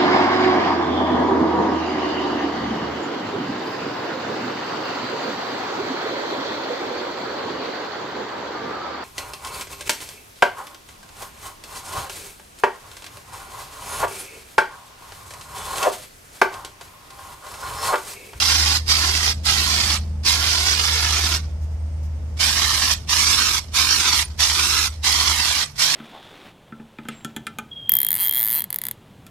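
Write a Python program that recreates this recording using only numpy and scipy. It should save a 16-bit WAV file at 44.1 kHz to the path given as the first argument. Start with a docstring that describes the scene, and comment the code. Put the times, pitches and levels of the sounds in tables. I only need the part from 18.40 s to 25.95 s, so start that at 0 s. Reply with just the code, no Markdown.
"""A loud, sputtering hiss: an air-driven foam gun sprays a car's wheel, then its door, outdoors.
In each of ten trigger pulls, rushing air makes the hiss and soap makes it sputter. Echoes off the
ground and the bodywork sweep its tone as the hand moves. The valve squeaks as it shuts and leaks
faintly between pulls. Behind it a machine, likely the compressor, throbs with two close low tones,
over an outdoor rumble, a far engine and one brush of wind."""
import sys
import numpy as np
from scipy import signal
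from scipy.io import wavfile
from scipy.ndimage import map_coordinates

SR = 44100
rng = np.random.default_rng(int(sys.argv[2]) if len(sys.argv) > 2 else 0)


def put_to_file(sound):
    """Save the sound as 16-bit audio at rate SR, in the file named by the first command-line argument."""
    columns = np.atleast_2d(sound).T  # one column per channel
    safe = np.clip(columns, -1, 1)
    whole_steps = np.round(safe * 32767)
    wavfile.write(sys.argv[1], SR, whole_steps.astype(np.int16))


N = 332955
TIME = np.arange(N) / SR

# Trigger pulls. Each row: when the valve cracks, opens and shuts in seconds; hiss, opening surge,
# mist, low roar and singing band in relative dB; when the gun is nearest the bodywork in seconds,
# and that echo's delay in ms and level in dB at that moment.
PULLS = [(-.22, -0.202, 0.38, -14, -2, -0.5, 0, -5, .43, 0.95, -22),
         (0.461, 0.48, 0.92, -15, 3.5, -1.4, 0.5, -7, .43, .8, -14),
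         (1.036, 1.053, 1.571, -15, 2, -0.5, 1, -10.5, 1.45, 0.83, -19),
         (1.834, 1.855, 2.973, -15, 4, -1.4, 0.5, -9, 2.95, 0.74, -14),
         (3.969, 3.997, 4.542, -14.5, 3, .5, -0.5, -13, 4.32, 0.96, -7.5),
         (4.674, 4.695, 5.19, -14, -1, 0.8, -1, -7.5, 5.02, 0.72, -4.5),
         (5.322, 5.343, 5.83, -14, 2, 0.5, -2.5, -18, 5.52, 0.73, -4.5),
         (5.977, 5.996, 6.473, -15, 4, 1.5, -1.5, -9, 6.34, 0.73, -5),
         (6.627, 6.641, 7.241, -14.5, 2, 0.5, -1, -22, 6.83, 0.893, -6),
         (7.357, 7.386, 7.78, -14.5, 2.5, 1, -2.5, -9.5, 7.78, .9, -6)]
# The tone of the hiss. Each row: frequency in Hz, relative level in dB.
HISS_SPECTRUM = [(120, -53), (200, -8), (231, -11), (381, -10), (517, -14), (1060, -3.5), (1490, -3.5),
                 (2210, -2.5), (2740, -2.5), (3280, 0), (5310, 2.5), (7080, -6.5), (10700, -13),
                 (13000, -13), (14500, -42)]
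# Each row: frequency in Hz, how alike left and right are (0 unrelated, 1 or more the same).
HISS_LIKENESS = [(300, 1.5), (1200, .68), (3000, 0.24), (6000, 0.03), (12000, 0)]
# Each row: frequency in Hz, left level minus right level in dB.
HISS_BALANCE = [(200, -1), (370, 0.5), (680, -2), (1250, -6), (2300, -6), (4200, -5.5), (6000, -6),
                (8000, -8), (14000, -10)]
# The hiss dips briefly. Each row: time in seconds, level change in dB.
HISS_DIPS = [(0.075, -1)]
def jet(level_db=-3.5, splash_db=-.5, splash_follows=.54, patchy_db=1.46):
    """Churning air hisses and soap shakes it; splashing foam fills the middle, fine mist the top."""
    _, opens, _, hiss_db, surge_db, mist_db, roar_db, sing_db, *_ = current_pull()
    drive_db = pressure(np.maximum(TIME - opens, 0), surge_db)
    centres, bands = noise_bands(HISS_SPECTRUM, HISS_LIKENESS, per_octave=4)
    flutter_db = 1.59 * drift(49)   # the fan of foam flaps; the top stays steadier
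    splash_shift_db = splash_db - (1 - splash_follows) * drive_db   # follows pressure only partly
    spray = singing_band(sing_db + patchy_db * drift(22), drive_db)
    for hz, band in zip(centres, bands):
        low = at_hz([(750, 1), (1050, 0)], hz)
        below_top = at_hz([(1700, 1), (3000, 0)], hz)
        top = at_hz([(6000, 0), (8500, 1)], hz)
        colour_db = low * roar_db + below_top * splash_shift_db + top * mist_db
        waver_db = (1 - top) * flutter_db + patchy_db * drift(16)
        spray = spray + band * panned(at_hz(HISS_BALANCE, hz)) * from_db(colour_db + waver_db)
    dip_db = sum(db * puff(s, .007) for s, db in HISS_DIPS)
    sputter_db = .33 * drift(68) + 1.07 * drift(210)
    return spray * valve() * from_db(level_db + hiss_db + drive_db + dip_db + sputter_db)


def current_pull():
    """The settings of the latest pull at every sample; the next takes over as its valve cracks."""
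    rows = np.array(PULLS)
    return rows[np.maximum(np.searchsorted(rows[:, 0], TIME) - 1, 0)].T


def valve(open_s=.0048, shut_s=.0049, bleed_db=-16, bleed_s=.055, crack_db=-21):
    """Air flow: the valve cracks, then opens; after it shuts, the air left in the gun bleeds away."""
    flow = np.zeros(N)
    for cracks, opens, shuts, *_ in PULLS:
        rise = np.maximum(step(opens, open_s), from_db(crack_db) * step(cracks, .002))
        closed = step(shuts, shut_s)
        bleed = from_db(bleed_db) * np.exp(-np.maximum(TIME - shuts, 0) / bleed_s)
        flow += rise * (1 - closed + closed * bleed)
    return flow


def pressure(held_s, surge_db, peak_s=.037, period_s=.2, decay_s=.058, sag_db=2, sag_s=.46):
    """The jet's push in dB: air stored in the hose surges and settles, then the supply sags."""
    since_peak = held_s - peak_s
    surge = surge_db * np.exp(-np.abs(since_peak) / decay_s) * np.cos(2 * np.pi * since_peak / period_s)
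    sag = sag_db * (1 - np.exp(-held_s / sag_s))
    return surge - sag + .5 * drift(6.2)


# The nozzle's note. Each row: time in seconds, pitch in Hz.
NOZZLE_PITCH = [(0, 5200), (.5, 5000), (.6, 4650), (.85, 5100), (1.35, 4550), (1.9, 5100), (2.15, 4700),
                (2.9, 5650), (4.02, 5000), (4.2, 5450), (6, 5700), (7.55, 5400)]
def singing_band(level_db, drive_db, extra_swing=.87):
    """The nozzle sings a breathy note that swings with the pressure more than the hiss does."""
    hz, = in_time(NOZZLE_PITCH)
    return panned(-8) * from_db(level_db + extra_swing * drive_db) * whistle(hz, width_hz=400)


# The hand swings up and down. Each row: turning point in seconds, ground echo delay in ms.
HAND_SWINGS = [(-.4, 3), (.1, 3.75), (1, 2.38), (1.75, 3.9), (2.55, 2.22), (3.3, 3.8), (3.95, 2.6),
               (4.5, 3.7), (5.25, 2.25), (5.95, 3.2), (6.5, 2.3), (7.22, 3.5), (7.8, 2.4)]
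# The ground echo is stronger by the wheel than by the door.
# Each row: time in seconds, level in dB with the hand at its lowest.
GROUND_ECHO = [(3, -7), (4, -16.5)]
def echo_paths(sweep_ms_per_s2=3.75):
    """Delay and strength of the ground and bodywork echoes; each weakens as its path grows."""
    *_, nearest_s, nearest_ms, nearest_db = current_pull()
    ground_db, = in_time(GROUND_ECHO)
    ground_ms = eased(HAND_SWINGS)
    ground_gain = from_db(ground_db) * ground_ms.min() / ground_ms
    body_ms = nearest_ms + sweep_ms_per_s2 * np.square(TIME - nearest_s)
    body_gain = from_db(nearest_db) * nearest_ms / body_ms
    return ground_ms, ground_gain, body_ms, body_gain


# The nozzle's direction. Each row: time in seconds, how much sooner the left side hears it in ms.
LEFT_LEAD = [(0, .03), (.35, .135), (1.25, .14), (1.7, .03), (2.35, .18), (2.75, .04), (4.9, .07),
             (5.8, .05), (7.55, .07)]
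def reflections(spray, dull_hz=7000, scatter_db=-12.5, scatter_count=5, sway_ms=.2, spread_ms=.03):
    """Echoes off the ground and bodywork boost some pitches of the hiss and cancel others."""
    lead_ms, = in_time(LEFT_LEAD)
    ground_ms, ground_gain, body_ms, body_gain = echo_paths()
    # rim, arch and bottle scatter only the treble, on paths that sway with the hand
    paths = [(ms + sway_ms * drift(1.51), rng.choice([-1, 1]))
             for ms in rng.uniform(1, 4.5, scatter_count)]
    sides = []
    for direct in spray:
        dull = signal.sosfilt(signal.butter(1, dull_hz, fs=SR, output="sos"), direct)
        treble = signal.sosfilt(signal.butter(1, 1000, "high", fs=SR, output="sos"), direct)
        ground = ground_gain * delayed(dull, ground_ms)
        body = body_gain * delayed(dull, body_ms + .5 * spread_ms * drift(4.6))
        gun = from_db(-20) * delayed(dull, ms=.902)   # a steady echo, likely off the gun itself
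        scatter = sum(sign * delayed(treble, ms + spread_ms * rng.standard_normal())
                      for ms, sign in paths)
        sides.append(direct + ground + body + gun + from_db(scatter_db) * scatter)
    power = 1 + ground_gain ** 2 + body_gain ** 2 / 2 + scatter_count * from_db(scatter_db) ** 2
    return np.array([sides[0], delayed(sides[1], lead_ms)]) / np.sqrt(power)


# The tone of the leak. Each row: frequency in Hz, relative level in dB.
LEAK_SPECTRUM = [(600, 0), (850, 1.5), (1300, -4.5), (2000, -2.5), (2900, -6.5), (4200, -11), (5700, -4.5),
                 (7200, -13), (10000, -18), (14500, -22)]
# Each row: frequency in Hz, how alike left and right are (0 is unrelated).
LEAK_LIKENESS = [(600, .4), (1300, 0)]
# Valve squeaks. Each row: time in seconds, pitch in Hz, level in dB.
SQUEAKS = [(.95, 7900, -51), (1.58, 8100, -38), (2.972, 8040, -33), (4.565, 7700, -40), (5.215, 8000, -54),
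           (5.85, 9460, -32), (6.505, 8000, -44), (7.255, 8100, -35)]
# The idle nozzle spits foam. Each row: time in seconds, level in dB.
SPITS = [(3.235, -55), (3.33, -61), (3.65, -55), (3.9, -62)]
# The tone of a spit. Each row: frequency in Hz, relative level in dB.
SPIT_SPECTRUM = [(3500, -17), (4600, -2), (7000, -2), (10000, -17), (14500, -5)]
def valve_noises(leak_db=-53.5, thin_db=-69, squeak_s=.0078, spit_s=.021):
    """The narrowing gap squeaks as it shuts; a faint leak and thin whistle never stop, and foam spits."""
    thin_whistle = from_db(thin_db + 3 * drift(8)) * whistle(8550, width_hz=360)
    leak = from_db(leak_db) * sum(noise_bands(LEAK_SPECTRUM, LEAK_LIKENESS, per_octave=3)[1])
    squeaks = sum(from_db(db) * whistle(hz, width_hz=130) * puff(s, squeak_s) for s, hz, db in SQUEAKS)
    spits = noise(SPIT_SPECTRUM) * sum(from_db(db) * puff(s, spit_s) for s, db in SPITS)
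    return (leak + thin_whistle + squeaks + spits) * panned(-4)


# The machine's main tone. Each row: time in seconds, level in dB.
MAIN_LEVEL = [(0.0, -34), (0.14, -26), (1.41, -29.5), (1.62, -26.5), (2.37, -31), (2.52, -26), (3.7, -26),
              (5.13, -37.5), (6.94, -31.5), (7.55, -62)]
# Its lower tone. Each row: time in seconds, level in dB.
LOWER_LEVEL = [(0.0, -52), (0.04, -46), (3.28, -37), (3.7, -49), (3.81, -45), (5.68, -55), (5.72, -39),
               (6.96, -41), (7.55, -63)]
def machine(main_hz=77.75, lower_hz=67.9):
    """Two close low tones slip in and out of step, throbbing about ten times a second."""
    main_db, = in_time(MAIN_LEVEL)
    lower_db, = in_time(LOWER_LEVEL)
    main_pitch = main_hz + .28 * drift(1)
    lower_pitch = lower_hz + .66 * drift(2.6)
    hum = tone(main_pitch) + from_db(-26 + 3 * drift(6)) * tone(2 * main_pitch)
    waver_db = .7 * drift(6)
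    return from_db(main_db + waver_db) * hum + from_db(lower_db) * tone(lower_pitch)


# Each row: time in seconds, firing rate in Hz, levels in dB of the tones at 2 and 3 times that rate.
ENGINE_DRONE = [(0, 68, -60, -58), (.6, 67.6, -61, -60), (1.15, 67.8, -45, -42.5), (1.8, 67.8, -44.5, -45),
                (2.15, 68, -58, -55), (4, 70, -64, -63), (6.6, 73.75, -61, -63), (7.1, 73.1, -52.5, -67),
                (7.55, 71.8, -44.5, -66)]
def far_engine():
    """A distant engine drones at two and three times its firing rate."""
    firing_hz, second_db, third_db = in_time(ENGINE_DRONE)
    firing_hz = firing_hz + .356 * drift(4)
    return from_db(second_db) * tone(2 * firing_hz) + from_db(third_db) * tone(3 * firing_hz)


# A puff of wind. Each row: time in seconds, level in dB.
GUSTS = [(1.42, -32)]
# Its tone. Each row: frequency in Hz, relative level in dB.
GUST_SPECTRUM = [(20, -2), (45, -7), (110, -2), (200, -20)]
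def wind(gust_s=.027):
    """Wind brushes the microphone with a short, low bump."""
    return noise(GUST_SPECTRUM) * sum(from_db(db) * puff(s, gust_s) for s, db in GUSTS)


# The rumble's rise and fall. Each row: time in seconds, level in dB shared by its two layers.
RUMBLE_LEVEL = [(0, -42.5), (1.1, -39), (3.8, -39.5), (4.9, -40.5), (5.2, -42), (6.9, -44.5), (7.55, -49)]
# The low layer. Each row: frequency in Hz, relative level in dB.
LOW_SPECTRUM = [(65, -32), (110, 3), (146, -4.5), (211, -7), (247, -13), (271, -15), (362, -14.5),
                (590, -16), (1200, -28), (1560, -77), (2640, -120)]
# The deepest layer. Each row: frequency in Hz, relative level in dB.
DEEP_SPECTRUM = [(20, -22), (32, -25), (48, -2), (62, 0.5), (85, -6), (110, -28), (150, -34)]
def outdoor_rumble(low_db=-2, deep_db=1):
    """Two layers of low noise swell a little, then fade."""
    level_db, = in_time(RUMBLE_LEVEL)
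    layers = from_db(low_db) * noise(LOW_SPECTRUM) + from_db(deep_db) * noise(DEEP_SPECTRUM)
    return from_db(level_db) * layers


def noise_bands(spectrum, likeness, per_octave):
    """Band centres in Hz and their stereo noises, which add up to a noise of power 1."""
    low, high = spectrum[0][0], min(spectrum[-1][0], .45 * SR)
    edges = np.geomspace(low, high, round(np.log2(high / low) * per_octave) + 1)
    centres = np.sqrt(edges[1:] * edges[:-1])
    white = rng.standard_normal((2, 2, N))
    bands = []
    for k, hz in enumerate(centres):
        band_filter = signal.butter(2, edges[k:k + 2], "band", fs=SR, output="sos")
        mid, side = from_db(at_hz(spectrum, hz)) * signal.sosfilt(band_filter, white[k % 2])
        alike = np.clip(at_hz(likeness, hz), 0, 1)
        mid, side = np.sqrt(1 + alike) * mid, np.sqrt(1 - alike) * side
        bands.append(np.array([mid + side, mid - side]))
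    total = np.sqrt(sum(np.mean(b ** 2) for b in bands))
    return centres, [b / total for b in bands]


def noise(spectrum):
    """Steady stereo noise, with left and right alike in the bass."""
    return sum(noise_bands(spectrum, [(100, .93), (600, .49), (4000, .049)], per_octave=2)[1])


def whistle(hz, width_hz):
    """A narrow band of air noise around a steady or moving pitch."""
    phase = 2 * np.pi * np.cumsum(hz * np.ones(N)) / SR
    return drift(width_hz) * np.cos(phase) + drift(width_hz) * np.sin(phase)


def tone(hz):
    """A pure tone of power 1 that follows a pitch curve."""
    return np.sqrt(2) * np.sin(2 * np.pi * np.cumsum(hz) / SR)


def drift(rate):
    """A smooth random wobble of typical size 1, changing about rate times a second."""
    r = np.exp(-40 * np.pi * rate / SR)
    slow = signal.lfilter([1], [1, -2 * r, r * r], rng.standard_normal(N // 20 + 4002))[4000:]
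    slow /= np.sqrt(np.mean(slow ** 2) + 1e-20)
    return np.interp(np.arange(N) / 20, np.arange(len(slow)), slow)


def delayed(x, ms):
    """The sound x made late by a steady or moving delay."""
    return map_coordinates(x, [np.arange(N) - ms * SR / 1000], order=3, mode="nearest")


def from_db(db):
    """Decibels to gain."""
    return 10 ** (np.asarray(db) / 20)


def panned(db):
    """Left and right gains; negative dB leans right."""
    return from_db(db * np.array([[.5], [-.5]]))


def in_time(rows):
    """Each column of a curve at every sample."""
    s, *columns = np.transpose(rows)
    return [np.interp(TIME, s, c) for c in columns]


def at_hz(points, hz):
    """Read a curve at one frequency, with octaves evenly spaced."""
    f, value = np.transpose(points)
    return np.interp(np.log(hz), np.log(f), value)


def puff(s, half_s):
    """A short rounded swell around time s."""
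    return 1 / (1 + ((TIME - s) / half_s) ** 4)


def step(s, soft_s):
    """A smooth rise from 0 to 1 around time s."""
    return .5 + .5 * np.tanh((TIME - s) / (2 * soft_s))


def eased(rows):
    """A swing that slows to rest at each turning point."""
    s, value = np.transpose(rows)
    leg, part = np.divmod(np.interp(TIME, s, np.arange(len(s))), 1)
    return np.interp(leg + .5 - .5 * np.cos(np.pi * part), np.arange(len(s)), value)


def scene():
    """The gun close by and louder on the right, the machine and the outdoors behind."""
    return reflections(jet()) + valve_noises() + machine() + far_engine() + wind() + outdoor_rumble()


def record(dry, ceiling=.82, cutoff_hz=14350):
    """The loudest peaks are rounded and the highest treble is cut steeply."""
    rounded = dry / (1 + (dry / ceiling) ** 6) ** (1 / 6)
    return signal.sosfilt(signal.ellip(12, .1, 90, cutoff_hz, fs=SR, output="sos"), rounded)


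dry = scene()
out = record(dry)
put_to_file(out)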